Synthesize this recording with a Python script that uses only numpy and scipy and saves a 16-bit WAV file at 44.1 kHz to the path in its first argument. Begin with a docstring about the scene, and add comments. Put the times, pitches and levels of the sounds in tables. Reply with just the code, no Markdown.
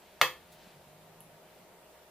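"""A knife knocks once on a wooden board in a quiet kitchen: six fast blows ring modes of board, blade
and worktop, and sparse decaying taps make the small room. A hand brushes wet fish skin (swelling
band noise), wet ticks snap (clicks in wide resonances), a fan hums (noise in narrow resonances).
A vehicle outside drones in sine orders with dull road noise and a low rumble, over room air and the
hiss of a two-port microphone (shaped noise)."""
import sys
import numpy as np
from scipy import signal
from scipy.fft import rfft, irfft
from scipy.io import wavfile
from scipy.ndimage import uniform_filter1d

SR = 44100
rng = np.random.default_rng(int(sys.argv[2]) if len(sys.argv) > 2 else 0)


def master_out(mix):
    """Clip the mix to full scale and print it as 16-bit PCM to the path in sys.argv[1]."""
    frames = np.transpose(np.atleast_2d(mix))
    ceiling = np.clip(frames, -1, 1)
    pcm = np.round(ceiling * 32767).astype(np.int16)
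    wavfile.write(sys.argv[1], SR, pcm)


def to_linear_factor(level_db):
    """Convert decibel levels (scalar or array-like) to linear amplitude factors."""
    exponent = np.asarray(level_db, float) / 20
    return 10 ** exponent


N = 92610  # length in samples, 2.1 s


def evened(x):
    """Brings a signal to an rms of 1."""
    return x / np.sqrt(np.mean(x ** 2) + 1e-20)


def read(points, hz):
    """Reads a table of (pitch_hz, value) along a log frequency axis."""
    f, value = np.transpose(points)
    return np.interp(np.log(hz + 1), np.log(f + 1), value)


def colour(x, points):
    """Filters by a table of (pitch_hz, gain_db)."""
    gain_db = read(points, np.fft.rfftfreq(len(x), 1 / SR))
    return irfft(rfft(x) * to_linear_factor(gain_db), len(x))


def resonate(x, hz, width):
    """A resonance of gain 1: shifts its pitch down to zero, smooths, and shifts back."""
    turn = np.exp(2j * np.pi * hz * np.arange(len(x)) / SR)
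    r = np.exp(-np.pi * width / SR)
    return 2 * (turn * signal.lfilter([1 - r], [1, -r], x / turn)).real


def resonate_twice(x, hz, width):
    """Two equal resonances in a row, for steeper skirts."""
    return resonate(resonate(x, hz, width), hz, width)


def highpass(x, order, hz):
    """Butterworth low cut."""
    return signal.sosfilt(signal.butter(order, hz, "high", fs=SR, output="sos"), x)


def air():
    """Room air and microphone hiss as mid and side noise, with drifting patches and a slow swell."""
    # spectrum of the air and hiss, before the overall level: pitch_hz, level_db
    air_spectrum = [(25, -20.5), (60, -12.5), (85, -35), (130, -29), (175, -13), (236, -18), (394, -10),
                    (560, -10.5), (700, -8.5), (911, -14), (1290, -16.5), (3000, -22), (6000, -30),
                    (15100, -27.5), (15500, -66)]
    # stereo width of the air: pitch_hz, side_to_mid_db
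    air_width = [(60, -10), (130, -6.5), (290, -6), (640, -10), (1410, -4.5), (3100, -2.5), (6820, 2.5),
                 (15000, -1.5)]
    level_db, patch_rms_db, swell_rms_db = -60.5, 1.2, 0.25
    frames, hz = N // 256 + 5, np.fft.rfftfreq(1024, 1 / SR)
    a, b, c, d, patches = rng.standard_normal((frames, 513, 5)).T
    # smooth over frequency, then over time
    patches = evened(uniform_filter1d(uniform_filter1d(patches, 10, 0), 12, 1))
    t = np.arange(frames) * 256 / SR
    swell_hz = np.geomspace(1.5, 8, 20)
    swell = evened(sum(np.sin(2 * np.pi * (f * t + rng.random())) / np.sqrt(f) for f in swell_hz))
    z = np.array([a + 1j * b, (c + 1j * d) * to_linear_factor(read(air_width, hz))[:, None]])
    z = z * to_linear_factor(read(air_spectrum, hz)[:, None] + patch_rms_db * patches + swell_rms_db * swell)
    out = signal.istft(z, nperseg=1024, noverlap=768)[1][:, :N]
    return to_linear_factor(level_db) * out / out[0].std()


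def fan():
    """Wavering tones: noise in narrow resonances, its swells partly levelled."""
    # fan tones: pitch_hz, width_hz (of each resonance), level_db (rms)
    fan_tones = [(352.2, 43, -75), (394, 11.7, -73.5), (474.4, 14, -76), (532.7, 24, -73),
                 (618, 5.6, -67.5), (704.3, 62, -71.5), (847, 18, -76.5), (932, 20.5, -72)]
    noise, out = rng.standard_normal(2 * N), 0
    for hz, width, db in fan_tones:
        tone = evened(resonate_twice(noise, hz, width)[N:])  # the first half lets it settle
        levelled = tone / np.sqrt(abs(uniform_filter1d(tone ** 2, 3000)) + 0.56)
        out = out + to_linear_factor(db) * evened(levelled)
    return out


def rumble():
    """A low, nearly steady tone from resonated, levelled noise, which comes and goes."""
    # level curve of the rumble: time_s, level_db
    rumble_curve = [(0.0, -80), (0.29, -71), (0.33, -72), (0.41, -68), (0.78, -87.5), (0.81, -70),
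                    (1.01, -88), (1.99, -76), (2.01, -78), (2.1, -84)]
    pitch_hz, width_hz = 68, 22
    s, db = np.transpose(rumble_curve)
    tone = resonate_twice(rng.standard_normal(N), pitch_hz, width_hz)
    tone = tone / np.sqrt(abs(uniform_filter1d(tone ** 2, 3000)) + 0.1 * tone.var())
    return to_linear_factor(np.interp(np.arange(N) / SR, s, db)) * tone


def road():
    """Dull tyre and exhaust noise, resonated low, that swells as the vehicle passes."""
    # road wash around the engine: middle_s, half_length_s, level_db (at the middle), pitch_hz, width_hz
    road_wash = (0.9, 1.18, -69, 169, 101)
    middle_s, half_length_s, level_db, pitch_hz, width_hz = road_wash
    wash = evened(resonate_twice(rng.standard_normal(N), pitch_hz, width_hz))
    swell = np.exp(-((np.arange(N) / SR - middle_s) / half_length_s) ** 4)
    return to_linear_factor(level_db) * swell * wash


def engine():
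    """Low firing orders, sines on multiples of a moving pitch, heard through the wall."""
    # passing engine: time_s, firing_hz, level_db (rms of the third order)
    engine_curve = [(0.44, 56.16, -75), (0.556, 56.54, -64.5), (0.588, 54.55, -106), (0.674, 59.4, -54.5),
                    (0.696, 60.9, -88), (0.764, 49.6, -62.5), (0.832, 47, -69), (1.006, 53.17, -65),
                    (1.178, 53.76, -63.5), (1.192, 54.0, -63.5), (1.366, 51.65, -65), (1.402, 51.36, -77.5),
                    (1.508, 56, -69), (1.576, 57.4, -74), (1.626, 58.2, -65.5), (1.67, 57.2, -93),
                    (1.702, 59.4, -68), (1.72, 59.1, -71)]
    # balance of the orders: multiple of the firing rate, level_db (against the third)
    order_levels = [(1, -22), (2, -10), (3, 0), (4, -14.5)]
    s, hz, db = np.transpose(engine_curve)
    t = np.arange(N) / SR
    turns = np.cumsum(np.interp(t, s, hz)) / SR
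    orders = 0
    for multiple, order_db in order_levels:
        orders = orders + to_linear_factor(order_db) * np.sin(2 * np.pi * (multiple * turns + rng.random()))
    # 80 dB per second of fade outside the curve
    fade_db = -80 * (np.clip(s[0] - t, 0, None) + np.clip(t - s[-1], 0, None))
    return np.sqrt(2) * to_linear_factor(np.interp(t, s, db) + fade_db) * orders


def brushes():
    """A hand brushing skin: soft band-limited friction noise that swells and fades."""
    # strokes: start_s, rise_s, fall_s, level_db (rms at the crest), low_hz, high_hz
    strokes = [(.002, 0.017, 1, -67, 1470, 4440), (.46, .16, 0.14, -63, 1200, 4800),
               (0.514, 0.0064, 0.032, -61, 3000, 15000), (1.35, .15, 0.14, -69, 1500, 4200),
               (1.85, 0.074, 0.064, -72, 1520, 5500)]
    t, out = np.arange(N) / SR, np.zeros(N)
    for s, rise, fall, db, low_hz, high_hz in strokes:
        swell = np.clip((t - s) / rise, 0, 1) ** 2
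        fade = np.exp(-np.clip((t - s - rise) / fall, 0, None) ** 2)
        band = signal.butter(2, [low_hz, high_hz], "band", fs=SR, output="sos")
        friction = evened(signal.sosfilt(band, rng.standard_normal(N)))
        out += to_linear_factor(db) * swell * fade * friction
    return out


def clicks(rows):
    """Single-sample impulses at the times and levels of the blows."""
    out = np.zeros(N)
    for s, db in rows:
        out[round(s * SR)] += to_linear_factor(db)
    return out


def rings(modes, t, rise_s, damping):
    """Decaying sine modes with a linear onset; damping is the share of ring time kept."""
    total = 0
    for hz, db, t60 in modes:
        total = total - to_linear_factor(db - 60 * t / t60 / damping) * np.sin(2 * np.pi * hz * t)
    return np.minimum(t / rise_s, 1) * total / 4


def knock(blows, damping=1):
    """Each blow rings board, blade and the slower worktop, with a short bright noise crack."""
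    # modes of the board, the blade and the worktop under it: pitch_hz, level_db (relative),
    # t60_s (at damping 1)
    board_modes = [(1150, -20, 0.029), (1173, 10, 0.018), (1362, -9, 0.038), (1808, 3.5, 0.03),
                   (1960, 7.5, 0.01), (2136, -2.5, .025), (2690, -18, 0.014), (2604, -4.5, 0.083),
                   (2816, -1.5, 0.024), (3182, 0, 0.042), (3230, -10, 0.049)]
    blade_modes = [(4317, -4, 0.027), (4870, -26.5, .02), (4760, -7.5, 0.045), (5330, -17.5, 0.044),
                   (5924, -7, 0.027), (6170, -31, .03), (7090, -19, 0.067), (7540, -43, 0.04),
                   (9383, -28, 0.044), (11560, -19.5, 0.043), (11870, -20, 0.026), (12580, -21, 0.034),
                   (13810, -34, .03), (14585, -13.5, .07)]
    worktop_modes = [(137.4, -30.5, 0.28), (158, -29, 0.16), (222, -25.5, 0.076), (275, -32, 0.28),
                     (344.8, -19, 0.28), (450, -3.5, 0.13), (510.8, -8, 0.22), (634, -10, 0.049),
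                     (770, -21, 0.096), (826, -22, 0.19)]
    contact_s, worktop_rise_s = 0.00023, 0.007
    crack_db, crack_t60_s = -19, 0.02
    t = np.arange(SR // 3) / SR
    crack = highpass(rng.standard_normal(len(t)), 2, 5500)
    crack = to_linear_factor(crack_db - 60 * t / crack_t60_s) * crack
    bright = highpass(rings(board_modes + blade_modes, t, contact_s, damping) + crack, 3, 450)
    bright = signal.sosfilt(signal.cheby2(8, 30, 15700, fs=SR, output="sos"), bright)  # steep top cut
    worktop = rings(worktop_modes, t, worktop_rise_s, damping)
    return signal.fftconvolve(clicks(blows), bright + worktop)[:N]


def room(x):
    """Sparse reflections dying band by band; a second set of taps makes the side signal."""
    # decay of the room: pitch_hz, t60_s
    room_decay = [(150, 0.51), (500, 0.21), (2000, 0.25), (6000, 0.23), (14000, 0.27)]
    # stereo width of the room: pitch_hz, side_to_mid_db
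    room_width = [(60, -18), (180, -20), (550, -20), (1650, -15.5), (4970, 1.5), (15000, -1)]
    level_db, delay_s = -4.5, 0.0033
    taps = np.zeros((2, SR // 2))
    first = round(delay_s * SR)
    # one tap of random sign somewhere in every 16 samples
    slots = np.arange(first, SR // 2 - 16, 16)
    at = slots + rng.integers(0, 16, (2, len(slots)))
    np.put_along_axis(taps, at, rng.choice([-1., 1.], (2, len(slots))), 1)
    hz, t, z = signal.stft(taps, SR, nperseg=256)
    decay = to_linear_factor(-60 * t / read(room_decay, hz)[:, None])
    tail = signal.istft(z * decay, SR, nperseg=256)[1]
    tail[:, :first] = 0
    tail = tail / np.linalg.norm(tail[0])
    mid, side = signal.fftconvolve(x[None], tail, axes=1)[:, :N]
    return to_linear_factor(level_db) * np.array([mid, colour(side, room_width)])


def ticks():
    """Tiny wet snaps: a click through a steep, wide resonance."""
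    # snaps: start_s, level_db (peak, before the common trim), pitch_hz, width_hz (of each resonance)
    snaps = [(.5215, -52, 3600, 900), (1.2058, -37, 11000, 1500), (1.2059, -43, 11500, 9000),
             (1.2062, -52, 2900, 700), (1.632, -53, 500, 600), (1.942, -53, 700, 900)]
    trim_db = -0.5
    out = np.zeros(N)
    click = np.eye(1, 400)[0]
    for s, db, hz, width in snaps:
        snap = resonate_twice(click, hz, width)
        at = round(s * SR)
        out[at:at + 400] += to_linear_factor(db) * snap / abs(snap).max()
    return to_linear_factor(trim_db) * out


def scene():
    """Sums the close sounds, their room and the background as mid and side, then left and right."""
    # the knock lands as a blow and quick rebounds: start_s, level_db (relative)
    blow_times = [(.2133, -6), (.2141, -14), (.2147, -8), (.2163, -17.5), (.218, -20), (.22, -24.5)]
    # the knock leans left, more in the treble: pitch_hz, side_to_mid_db
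    knock_pan = [(300, -28), (3000, -37), (6000, -9), (11000, -19), (14500, -4)]
    hit, snaps = knock(blow_times), ticks()
    # the room hears only the first blow, its modes damped to 0.6 of their ring time, 5 dB up
    room_knock = to_linear_factor(5) * knock(blow_times[:1], 0.6)
    sent = highpass(room_knock + snaps, 2, 800)  # the lows stay almost dry
    mid, side = room(sent) + air()
    brushing = brushes()
    background = fan() + engine() + rumble() + road()
    mid = mid + hit + snaps + brushing + background
    side = side + colour(hit, knock_pan) + 0.2 * snaps + 0.15 * brushing
    side = side + 0.062 * np.roll(background, 90)  # a slightly late copy widens the hum
    return np.array([mid + side, mid - side])


def roll_off(x):
    """The treble ends steeply here."""
    return signal.sosfilt(signal.butter(12, 16930, fs=SR, output="sos"), x)


def record(dry):
    """Delivers the finished mix."""
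    return roll_off(dry)


dry = scene()
out = record(dry)
master_out(out)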